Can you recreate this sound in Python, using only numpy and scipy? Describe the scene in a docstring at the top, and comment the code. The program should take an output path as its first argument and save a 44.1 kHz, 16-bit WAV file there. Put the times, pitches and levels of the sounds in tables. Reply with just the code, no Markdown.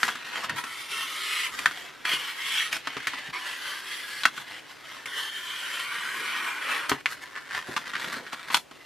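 """A foam plate rubs and snaps on a desk mat in a small room; then a knife cuts a disc out in four strokes.
Rubbing and cutting are streams of tiny ruptures, filtered by the resonances of the plate.
Snaps are short pulses with a damped, ringing tail; each also jolts the low modes of the desk.
Soft bumps and scuffs, a brief squeak of the blade, a short reverberation and a steady room tone complete it."""
import sys
import numpy as np
from scipy import signal
from scipy.fft import rfft, irfft
from scipy.io import wavfile
from scipy.ndimage import uniform_filter1d

SR = 44100
rng = np.random.default_rng(int(sys.argv[2]) if len(sys.argv) > 2 else 0)


def waveform_to_disk(signal):
    """Save audio, clipped to [-1, 1], as 16-bit WAV at the path in sys.argv[1]."""
    frames = np.transpose(np.atleast_2d(signal))
    scaled = np.clip(frames, -1, 1) * 32767
    samples = np.round(scaled).astype(np.int16)
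    wavfile.write(sys.argv[1], SR, samples)


N = 390285

FRAME, HOP = 1024, 256  # short-time spectrum [samples]
HZ = np.fft.rfftfreq(FRAME, 1 / SR)
USUAL_FORCE_DB = -33.5  # force level about which the contact changes its colour

# light rubbing of the held plate on the mat:
# (start [s], end [s], relative level [dB], low-shelf lift of the plate body [dB])
HANDLING = [(0.0, 0.557, -41.5, -1), (1.511, 2.05, -48.5, 0.5), (2.686, 3.309, -47.5, -4.5),
            (4.26, 5.076, -49.5, -2.5), (6.884, 7.013, -44, 5), (7.06, 8.577, -46, -2),
            (8.721, 8.855, -54, -7)]
# snaps and ticks of the foam: (time [s], relative level over 10 ms [dB], pitch [Hz],
# high-shelf lift or "fizz" [dB], share of energy in the first crack before the direct factor [0-1])
SNAPS = [(0.0317, -29, 1870, -13, 0.9), (0.0315, -17.5, 1520, -6.5, 1), (0.0802, -27, 880, -7, 0.5),
         (0.0893, -26.5, 1400, -40, 1), (0.153, -36, 1300, -3, 0.1), (0.4952, -26.5, 1780, -4, 0.2),
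         (0.639, -33, 1060, -2, 0.4), (1.59, -29.5, 2060, 1, 0.4), (1.6584, -24, 1340, 0, 0.8),
         (1.6592, -15.5, 1700, -15, 0.74), (1.7117, -35, 1250, -5, 1), (2.052, -26.5, 1700, -8, 0.12),
         (2.135, -31, 2150, 1, 0.6), (2.7274, -25, 2060, -1, 0), (2.872, -27.5, 830, -10, 0.25),
         (2.967, -31.5, 1070, -14, 0.1), (3.071, -23, 1880, -2.5, 0.4), (3.135, -33, 1040, -28, 0.2),
         (4.235, -27, 3810, -3, 0.6), (4.2535, -19.5, 1030, -13, 1), (4.255, -14.5, 1530, -6, 1),
         (4.3784, -34.5, 1250, -8, 0.4), (5.057, -33.5, 2270, 1, 0.04), (6.894, -23.5, 1490, 6.5, 0),
         (6.9168, -21.5, 965, -36, 0.6), (7.0588, -20, 2170, -11, 1), (7.569, -37, 1510, -20, 0.5),
         (7.7645, -23, 1000, -10.5, 0.26), (7.935, -31.5, 1470, -11, 0.2), (7.953, -27.5, 1760, -12, 0.4),
         (7.965, -31, 1750, -14, 0.7), (7.984, -41, 1600, -14, 0.8), (8.044, -33, 1480, -16, 0.9),
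         (8.127, -36, 1680, 3, 0.5), (8.142, -33, 1660, -9, 0.8), (8.2654, -39, 1580, -9, 0.6),
         (8.3302, -33, 930, -8, 0.4), (8.502, -29.5, 910, -20, 0.2), (8.5447, -19.5, 910, 1.5, 1),
         (8.5456, -18.5, 3600, -2, 0.96), (8.711, -45, 850, -10, 0)]
# basic spectrum of a snap: (frequency [Hz], relative level [dB])
SNAP_COLOUR = [(60, -24), (300, -32), (650, -11), (1000, -1), (1500, 3.5), (3300, -0.5), (5000, -4.5),
               (8000, -9), (12000, -14.5), (15500, -26)]


def gain_of(db):
    """Logarithmic level: converts decibels to amplitude."""
    return 10 ** (np.asarray(db) / 20)


def unit(x):
    """Energy normalization: scales the sum of squares to 1."""
    return x / np.sqrt(np.sum(x ** 2) + 1e-20)


def read(points, hz):
    """Logarithmic frequency scale: joins the points of a table along it."""
    f, value = np.transpose(points)
    return np.interp(np.log(hz + 1), np.log(f), value)


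def add(mix, s, sound):
    """Superposition: adds a sound to the mix in place, from time s."""
    part = mix[max(round(s * SR), 0):][:len(sound)]
    part += sound[:len(part)]


def peaks_db(modes, hz):
    """Resonance: sums the bell-shaped lifts (or hollows) of a set of modes."""
    return sum(db / (1 + (2 * (hz - f) / width) ** 2) for f, width, db in modes)


def shelves_db(body_db, fizz_db, body_hz=1700, fizz_hz=5500):
    """Spectral tilt: a low shelf for the flexing plate and a high shelf for the sharp contact."""
    low_shelf = body_db / (1 + (HZ / body_hz) ** 4)
    high_shelf = fizz_db / (1 + (fizz_hz / (HZ + 1)) ** 4)
    return low_shelf + high_shelf


def causal(db):
    """Minimum phase: the Hilbert transform of the log gain gives the most compact causal pulse."""
    log_gain = np.log(gain_of(np.r_[db, db[-2:0:-1]]))
    spectrum = np.exp(np.conj(signal.hilbert(log_gain)))
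    return unit(np.fft.ifft(spectrum).real)


def tinted(x, points):
    """Linear filtering: multiplies the spectrum of a whole track by a table of gains."""
    gain = gain_of(read(points, np.fft.rfftfreq(N, 1 / SR)))
    return irfft(rfft(x) * gain, N)


def drift(count, per_s):
    """Slow fluctuation: joins random knots of spread 1 by straight lines."""
    knots = np.arange(count) * per_s / SR
    return np.interp(knots, np.arange(SR), rng.standard_normal(SR))


def patches(count, frames, bins):
    """Random field: noise of spread 1, smoothed over so many time frames and frequency bins."""
    field = rng.standard_normal((2 * SR // HOP + 5, len(HZ)))
    field = uniform_filter1d(field, size=frames, axis=0)
    field = uniform_filter1d(field, size=bins, axis=1)
    return field[:count] / field.std()


def room_tone(level_db=-54.5):
    """Broadband noise: the low, steady rush of the room."""
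    # (frequency [Hz], relative level [dB])
    tone_colour = [(25, -12), (110, -4.5), (143, 3), (190, -9), (280, 4.5), (440, 1.5), (900, -0.5),
                   (3000, -5.5), (8000, -16), (15000, -24)]
    return gain_of(level_db) * np.sqrt(N) * unit(tinted(rng.standard_normal(N), tone_colour))


def handling(start, end, rub_db, body_db, count=600, ends_db=-10):
    """Power addition: shoves swell over a light rub. Gives time, level, body and fizz."""
    # shoves that turn or lift the plate, each an arch that is ends_db down at its two ends:
    # (middle [s], length [s], relative peak level [dB], fizz before weighting by power share [dB])
    shove_rows = [(0.048, 0.16, -34, 10.5), (0.277, 0.055, -37, 3), (0.334, 0.022, -33, -6),
                  (0.371, 0.095, -29.5, 0.5), (0.442, 0.046, -33, 0), (0.507, 0.068, -36.5, -24),
                  (1.598, 0.25, -36, 9), (1.796, 0.17, -40, 5), (2.748, 0.071, -32.5, 4.5),
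                  (2.953, 0.3, -40, -6), (3.183, 0.45, -38.5, -1.5), (4.385, 0.1, -39, 5.5),
                  (4.545, 0.14, -41.5, 2), (4.705, 0.054, -44.5, 3), (4.932, 0.29, -43, 1.5),
                  (6.906, 0.086, -33, 7), (7.117, 0.061, -35, 10), (7.23, 0.048, -44.5, 10),
                  (7.37, 0.049, -33.5, -7), (7.554, 0.13, -33, -1.5), (7.727, 0.18, -39, 2.5),
                  (7.889, 0.12, -37, -5), (8.036, 0.14, -34, 0.5), (8.145, 0.097, -34.5, -1),
                  (8.336, 0.043, -34, -2), (8.484, 0.035, -39, -1), (8.564, 0.1, -29, 7)]
    s = np.linspace(start, end, count)
    middle, length, db, fizz_db = np.transpose(shove_rows)
    arch_db = db + ends_db * (2 * (s[:, None] - middle) / length) ** 2
    shove_power = gain_of(arch_db) ** 2
    power = gain_of(rub_db) ** 2 + shove_power.sum(axis=1)
    return s, 10 * np.log10(power), np.full(count, body_db), shove_power @ fizz_db / power


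def friction(force, colour_db, modes, per_s, spread_db, judder_db, judder_per_s, wander_db, rasp=0):
    """Stick-slip: tiny ruptures of uneven size, bunched in time, excite the resonances of the plate."""
    # plate under any rubbing: (frequency [Hz], width [Hz], lift [dB])
    plate_modes = [(1880, 1200, 1.5), (2385, 630, -4), (3190, 560, 5)]
    stutter_db, sway, sway_per_s = 1.0, 0.015, 45  # sway = spread as a share of mode pitch
    swell_db, swells_per_s = 1.1, 16  # the hand pushes unevenly
    rasp_hz, rasp_width_hz = 2680, 680  # a hard, fast pull tears the foam more brightly
    s, level_db, body_db, fizz_db = force
    t = np.arange(s[0], s[-1], 1 / SR)
    n = len(t)

    sizes = gain_of(spread_db * np.minimum(rng.exponential(1, n), 4.5)) * rng.choice([-1, 1], n)
    ruptures = sizes * (rng.random(n) < per_s / SR)
    grains = ruptures * gain_of(judder_db * drift(n, judder_per_s))
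    _, frames, z = signal.stft(unit(grains) * np.sqrt(n), SR, nperseg=FRAME, noverlap=FRAME - HOP)

    def at_frames(curve):
        return np.interp(frames + s[0], s, curve)[:, None]

    # fine resonances shift as the contact point travels; broad patches flare as it stutters
    wander = patches(len(frames), frames=24, bins=3)
    stutter = patches(len(frames), frames=3, bins=10)
    plate_db = peaks_db(plate_modes, HZ) + wander_db * wander + stutter_db * stutter
    force_db = at_frames(level_db) - USUAL_FORCE_DB
    plate_db += rasp * force_db * peaks_db([(rasp_hz, rasp_width_hz, 1)], HZ)
    # harder pressure makes the driven resonances stand out; they sway as the contact rocks
    press = np.clip(2.5 + 0.15 * force_db, .3, 1.5)
    pitch = 1 + sway * drift(len(frames) * HOP, sway_per_s)[::HOP, None]
    driven_db = press * peaks_db(modes, HZ / pitch)
    gain = gain_of(colour_db + plate_db + driven_db + shelves_db(at_frames(body_db), at_frames(fizz_db)))
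    gain /= np.sqrt(np.mean(gain ** 2, axis=1, keepdims=True))
    sound = signal.istft(z * gain.T, nperseg=FRAME, noverlap=FRAME - HOP)[1][:n]
    return s[0], sound * gain_of(np.interp(t, s, level_db) + swell_db * drift(n, swells_per_s))


def sliding(freed_s=7.0):
    """Stick-slip of plate on mat: coarse, lumpy grains, sparser and more uneven once the rim is free."""
    # (frequency [Hz], relative level [dB])
    slide_colour = [(60, -18.5), (400, -12), (700, -9.5), (1000, -1), (1400, -1), (2000, 3), (3200, -6),
                    (4500, -10.5), (7000, -19), (10000, -23.5), (13000, -26), (15000, -45)]
    # the freed rim: (frequency [Hz], width [Hz], lift before the factor for pressure [dB])
    rim_modes = [(1510, 640, 2.5), (3020, 780, -4)]
    out = np.zeros(N)
    for row in HANDLING:
        if row[0] > freed_s:
            modes, per_s, spread_db = rim_modes, 1000, 2.4
        else:
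            modes, per_s, spread_db = [], 2500, 1
        add(out, *friction(handling(*row), read(slide_colour, HZ), modes, per_s, spread_db,
                           judder_db=2.0, judder_per_s=100, wander_db=2.8))
    return out * gain_of(0.47)


def blow(colour_db, share, t60, dull_db=-5, echo_s=0.0073, echo_db=-13):
    """Impulse response: a dulled pulse, one echo off the desk clutter and a lumpy, decaying ring; energy 1."""
    t = np.arange(SR // 4) / SR
    decay_db = 4.0 * drift(len(t), 280) - 60 * t / t60
    onset = 1 - np.exp(-t / 0.00088)
    ring = unit(rng.standard_normal(len(t)) * gain_of(decay_db) * onset)
    # the pulse loses treble progressively up to a third of the band
    pulse = causal(colour_db + dull_db * np.minimum(np.linspace(0, 3, len(colour_db)), 1))
    share = np.clip(share, 0, .95)
    sound = np.sqrt(1 - share) * unit(signal.fftconvolve(ring, causal(colour_db)))
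    add(sound, 0, np.sqrt(share) * pulse)
    add(sound, echo_s, gain_of(echo_db) * np.sqrt(share) * pulse)
    return unit(sound)


def crackle(direct, per_s=22, over_rub_db=-5, share=0.13, ring_hz=1550, width_hz=1100, lift_db=8):
    """Random point process: small, dull snaps while the plate is handled, stronger with the rubbing."""
    rub = np.zeros(N)
    for row in HANDLING:
        s, level_db, _, _ = handling(*row)
        rub += np.interp(np.arange(N) / SR, s, gain_of(level_db), left=0, right=0)
    hits = gain_of(over_rub_db) * (rng.random(N) < per_s / SR)
    colour_db = read(SNAP_COLOUR, HZ) + peaks_db([(ring_hz, width_hz, lift_db)], HZ)
    snap = blow(colour_db, direct * share, t60=0.04)
    return np.sqrt(SR / 100) * signal.oaconvolve(rub * hits, snap)[:N]


def foam_ring(colour_db, grip_detune=0.02):
    """Modal decay: plate modes, each as strong as the snap is at its pitch, detuned by the grip; energy 1."""
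    # (frequency before detuning [Hz], t60 [s])
    ring_modes = [(1220, 0.092), (1530, 0.087), (1900, 0.05), (2750, 0.039), (3430, 0.13)]
    t = np.arange(SR // 4) / SR
    hz, t60 = np.transpose(ring_modes)[:, :, None]
    hz = hz * (1 + grip_detune * rng.standard_normal(hz.shape))
    modes = gain_of(np.interp(hz, HZ, colour_db) - 60 * t / t60) * np.sin(2 * np.pi * hz * t)
    return unit(modes.sum(axis=0) * (1 - np.exp(-t / 0.0005)))


def snaps(direct, lift_db=9, octaves=0.43, t60=0.042, ring_db=-12):
    """Impulsive excitation: each crack centres on its own pitch and leaves the damped plate ringing."""
    out = np.zeros(N)
    for s, db, hz, fizz_db, share in SNAPS:
        bell = np.exp(-(np.log2((HZ + 1) / hz) / octaves) ** 2)
        colour_db = read(SNAP_COLOUR, HZ) + lift_db * bell
        sound = blow(colour_db + shelves_db(0, fizz_db), direct * share, t60)
        add(sound, 0, gain_of(ring_db) * foam_ring(colour_db))
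        add(out, s, gain_of(db) * np.sqrt(SR / 100) * unit(sound))
    return out * gain_of(1.5)


def jolt(s, db, hz):
    """Coupling: louder and lower snaps jolt the desk more. Gives time [s], level [dB] and pitch [Hz]."""
    usual_db, usual_hz = -36, 1400
    level_db = -56 + 0.36 * (db - usual_db) - 4.5 * np.log2(hz / usual_hz)
    return s, level_db, 322


def bumps(direct, slope_db=2.5, t60=0.028, share=0.2):
    """Modal excitation: soft blows and the jolts of the snaps sound the low modes of the desk."""
    # hand and plate on the desk: (time [s], relative level over 40 ms [dB], pitch [Hz])
    bump_rows = [(2.133, -45, 362), (2.965, -44, 318), (4.255, -45, 400), (6.915, -30.5, 400),
                 (6.92, -51, 135), (7.687, -41, 397), (8.163, -44, 523)]
    # (frequency [Hz], width [Hz], lift [dB])
    desk_modes = [(75, 44, 11), (138, 20, 12.5), (267, 116, 14.5), (408, 79, 9)]
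    out, hz = np.zeros(N), np.fft.rfftfreq(4096, 1 / SR)
    jolts = [jolt(s, db, snap_hz) for s, db, snap_hz, *_ in SNAPS]
    for s, db, pitch in bump_rows + jolts:
        octaves = np.log2((hz + 1) / pitch)
        steepness = np.where(octaves > 0, 1.7, .95)
        bell_db = np.maximum(-slope_db * octaves ** 2 * steepness, -70)
        sound = blow(bell_db + peaks_db(desk_modes, hz), direct * share, t60)
        add(out, s, gain_of(db) * np.sqrt(SR / 25) * sound)
    return out


def scuffs(slope_db=5, ends_db=-9):
    """Filtered friction noise: the pressed plate drags on the mat, a low rumble that swells and dies."""
    # (middle [s], length [s], relative peak level [dB], pitch [Hz])
    scuff_rows = [(0.384, 0.06, -45.5, 520), (0.532, 0.1, -45.5, 163), (3.292, 0.021, -47.5, 170),
                  (7.713, 0.086, -46, 393), (8.06, 0.081, -45, 258), (8.198, 0.15, -48, 437)]
    out, hz = np.zeros(N), np.fft.rfftfreq(4096, 1 / SR)
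    t = np.arange(-SR // 4, SR // 4) / SR
    for middle, length, db, pitch in scuff_rows:
        colour_db = np.maximum(-slope_db * np.log2((hz + 1) / pitch) ** 2, -70)
        rumble = signal.fftconvolve(rng.standard_normal(len(t)), causal(colour_db))[:len(t)]
        add(out, middle + t[0], rumble * gain_of(db + ends_db * (2 * t / length) ** 2))
    return out


def stroke(curve, first_body_db, last_body_db, first_fizz_db, last_fizz_db, count=600):
    """Contact force: the knife bites, drags and lets go. Gives time, level, body and fizz."""
    bite_s, release_s, edge_db = 0.008, 0.026, -16  # level rises from and falls to edge_db below the drag
    flex_db, flex_s, pinning = 12, 0.16, 0.25  # pinning = dB of body lost per dB of force
    when, force_db = np.transpose(curve)
    s = np.linspace(when[0] - bite_s, when[-1] + release_s, count)
    drag_db = np.interp(s, when, force_db)
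    outside = np.maximum((when[0] - s) / bite_s, 0) + np.maximum((s - when[-1]) / release_s, 0)
    # the plate flexes at the bite, then settles; more force pins it to the mat
    settling_db = flex_db * np.exp((s[0] - s) / flex_s)
    pinned_db = pinning * (drag_db - USUAL_FORCE_DB)
    body_db = np.linspace(first_body_db, last_body_db, count) + settling_db - pinned_db
    return s, drag_db + edge_db * outside, body_db, np.linspace(first_fizz_db, last_fizz_db, count)


def knife(travel_from_s=5.304, travel_s=0.43):
    """Dense fracture: the blade bursts an even stream of cells, and its position selects the plate modes."""
    # force through each of the four strokes: (time [s], relative level [dB])
    strokes = [
        [(0.563, -31), (0.585, -27.5), (0.621, -39.5), (0.753, -37.5), (0.805, -34.5), (0.883, -40.5),
         (0.917, -32.5), (1.023, -29.5), (1.067, -35), (1.459, -26.5), (1.5, -37.5)],
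        [(2.053, -30.5), (2.141, -25), (2.175, -33.5), (2.305, -33), (2.331, -36), (2.463, -32), (2.589, -23),
         (2.669, -30.5), (2.7, -40)],
        [(3.333, -33), (3.434, -36.5), (3.466, -31.5), (3.6, -38), (3.64, -33), (3.698, -32.5), (3.828, -39.5),
         (3.922, -33), (4.052, -38.5), (4.225, -35.5)],
        [(5.07, -38), (5.12, -37.5), (5.184, -29), (5.314, -36), (5.658, -33), (6.102, -33), (6.486, -28.5),
         (6.594, -34.5), (6.724, -25), (6.87, -34.5)],
    ]
    # one set for each stroke and one for the end of the last:
    # (frequency before sway [Hz], width before sway [Hz], lift before the factor for pressure [dB])
    stroke_modes = [
        [(1310, 114, 6.5), (1590, 180, -5), (2176, 100, 4.5), (9900, 760, 2.5)],
        [(2250, 330, 2.5), (3230, 200, 3)],
        [(1670, 190, 3), (4580, 420, 2.5)],
        [(1810, 560, 3.5), (2480, 550, -5), (3116, 320, 8)],
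        [(1020, 100, 3), (1470, 170, 5.5), (2340, 300, 4.5), (3080, 140, 1.5)],
    ]
    # contact in each stroke, body before flexing and pinning:
    # (first body [dB], last body [dB], first fizz [dB], last fizz [dB])
    contacts = [(-5.5, -3, 2.5, 1.5), (-4, -4.5, 1.5, 0.5), (-3.5, -2, 0, 4), (-4.5, 10, 5, 1)]
    # (frequency [Hz], relative level [dB])
    cut_colour = [(60, -36), (250, -18), (430, -12), (700, -18.5), (1000, -3), (1400, -1), (2000, 3.5),
                  (3200, -3), (4500, -8.5), (7000, -17), (10000, -17), (13000, -22), (15000, -36)]
    early, late = np.zeros(N), np.zeros(N)
    forces = [stroke(curve, *contact) for curve, contact in zip(strokes, contacts)]
    # the last stroke sounds with two sets of modes, crossfaded as the blade travels
    tracks = [early] * len(forces) + [late]
    for out, force, modes in zip(tracks, forces + [forces[-1]], stroke_modes):
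        add(out, *friction(force, read(cut_colour, HZ), modes, per_s=5000, spread_db=1.2,
                           judder_db=1.0, judder_per_s=120, wander_db=3.3, rasp=0.32))
    travelled = np.clip((np.arange(N) / SR - travel_from_s) / travel_s, 0, 1)
    return (early * np.sqrt(1 - travelled) + late * np.sqrt(travelled)) * gain_of(-0.38)


def squeak(waver=0.04, rough_db=3.5, slips_per_s=700):
    """Stick-slip oscillation: the foam grips and frees the biting blade in two short, rough squeaks."""
    # (time [s], relative level before roughness [dB], pitch before wavering [Hz])
    squeak_curve = [(3.338, -55, 2200), (3.347, -28, 2165), (3.356, -50, 2180), (3.371, -30.5, 2260),
                    (3.39, -49, 2330)]
    s, level_db, hz = np.transpose(squeak_curve)
    t, out = np.arange(s[0], s[-1], 1 / SR), np.zeros(N)
    pitch = np.interp(t, s, hz) * (1 + waver * drift(len(t), slips_per_s))
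    turns = np.cumsum(pitch) / SR
    grip_db = np.interp(t, s, level_db) + rough_db * drift(len(t), slips_per_s)
    add(out, s[0], np.sqrt(2) * gain_of(grip_db) * np.sin(2 * np.pi * turns))
    return out


def handwork(direct, desk_db=0):
    """Superposition of all sources; direct scales the first cracks, desk_db sets bumps and scuffs."""
    rubbing = sliding() + knife() + squeak()
    snapping = crackle(direct) + snaps(direct)
    return rubbing + snapping + (bumps(direct) + scuffs()) * gain_of(desk_db)


def room(x, wet_db, count=3):
    """Reverberation: sparse reflections off clutter and walls; random tails take turns in a steady cycle."""
    # reverberation time: (frequency [Hz], t60 [s])
    room_t60 = [(140, 0.19), (350, 0.16), (1500, 0.093), (14000, 0.15)]
    t, wet = np.arange(SR // 3) / SR, np.zeros(N)
    for k in range(count):
        taps = rng.standard_normal(len(t)) * (rng.random(len(t)) < 3000 / SR) * (t > .004)
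        hz, frames, z = signal.stft(taps, SR, nperseg=256)
        decay = gain_of(-60 * frames / read(room_t60, hz)[:, None])
        tail = unit(signal.istft(z * decay, SR, nperseg=256)[1])
        # each tail's gain follows a 2 s cosine, staggered so that the total power holds
        turn = np.sqrt(2 / count) * np.cos(np.pi * (np.arange(N) / SR + k / count))
        wet += signal.fftconvolve(x * turn, tail)[:N]
    return (x + gain_of(wet_db) * wet) / np.hypot(1, gain_of(wet_db))


def scene():
    """Mid-side stereo: the plate lies ahead; scattered sound with a grain of its own gives the width."""
    # side filter before its overall gain: (frequency [Hz], relative level [dB])
    side_width = [(50, -28), (130, -5), (240, 0.5), (450, -2.5), (700, -2), (1200, -16), (2300, -15.5),
                  (4400, -11), (8000, -5.5), (13000, 0)]
    mid = room(handwork(direct=0.7), wet_db=-7.5) + room_tone()
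    # direct = 0 leaves only the ringing of the blows
    scattered = room(handwork(direct=0, desk_db=-12.5), wet_db=-6.5) + room_tone()
    side = tinted(scattered, side_width) * gain_of(1.5)
    return np.array([mid + side, mid - side]) * gain_of([[.18], [-.18]])


def record(dry, low_cut_hz=30, edge_hz=15400):
    """Band limiting: the microphone sheds deep bass, peaks clip at full scale, then the treble is cut."""
    thinned = signal.lfilter(*signal.butter(2, low_cut_hz, "highpass", fs=SR), dry)
    low_pass = signal.firwin(255, edge_hz, window=("kaiser", 9), fs=SR)
    return signal.oaconvolve(np.clip(thinned, -1, 1), low_pass[None], "same")


dry = scene()
out = record(dry)
waveform_to_disk(out)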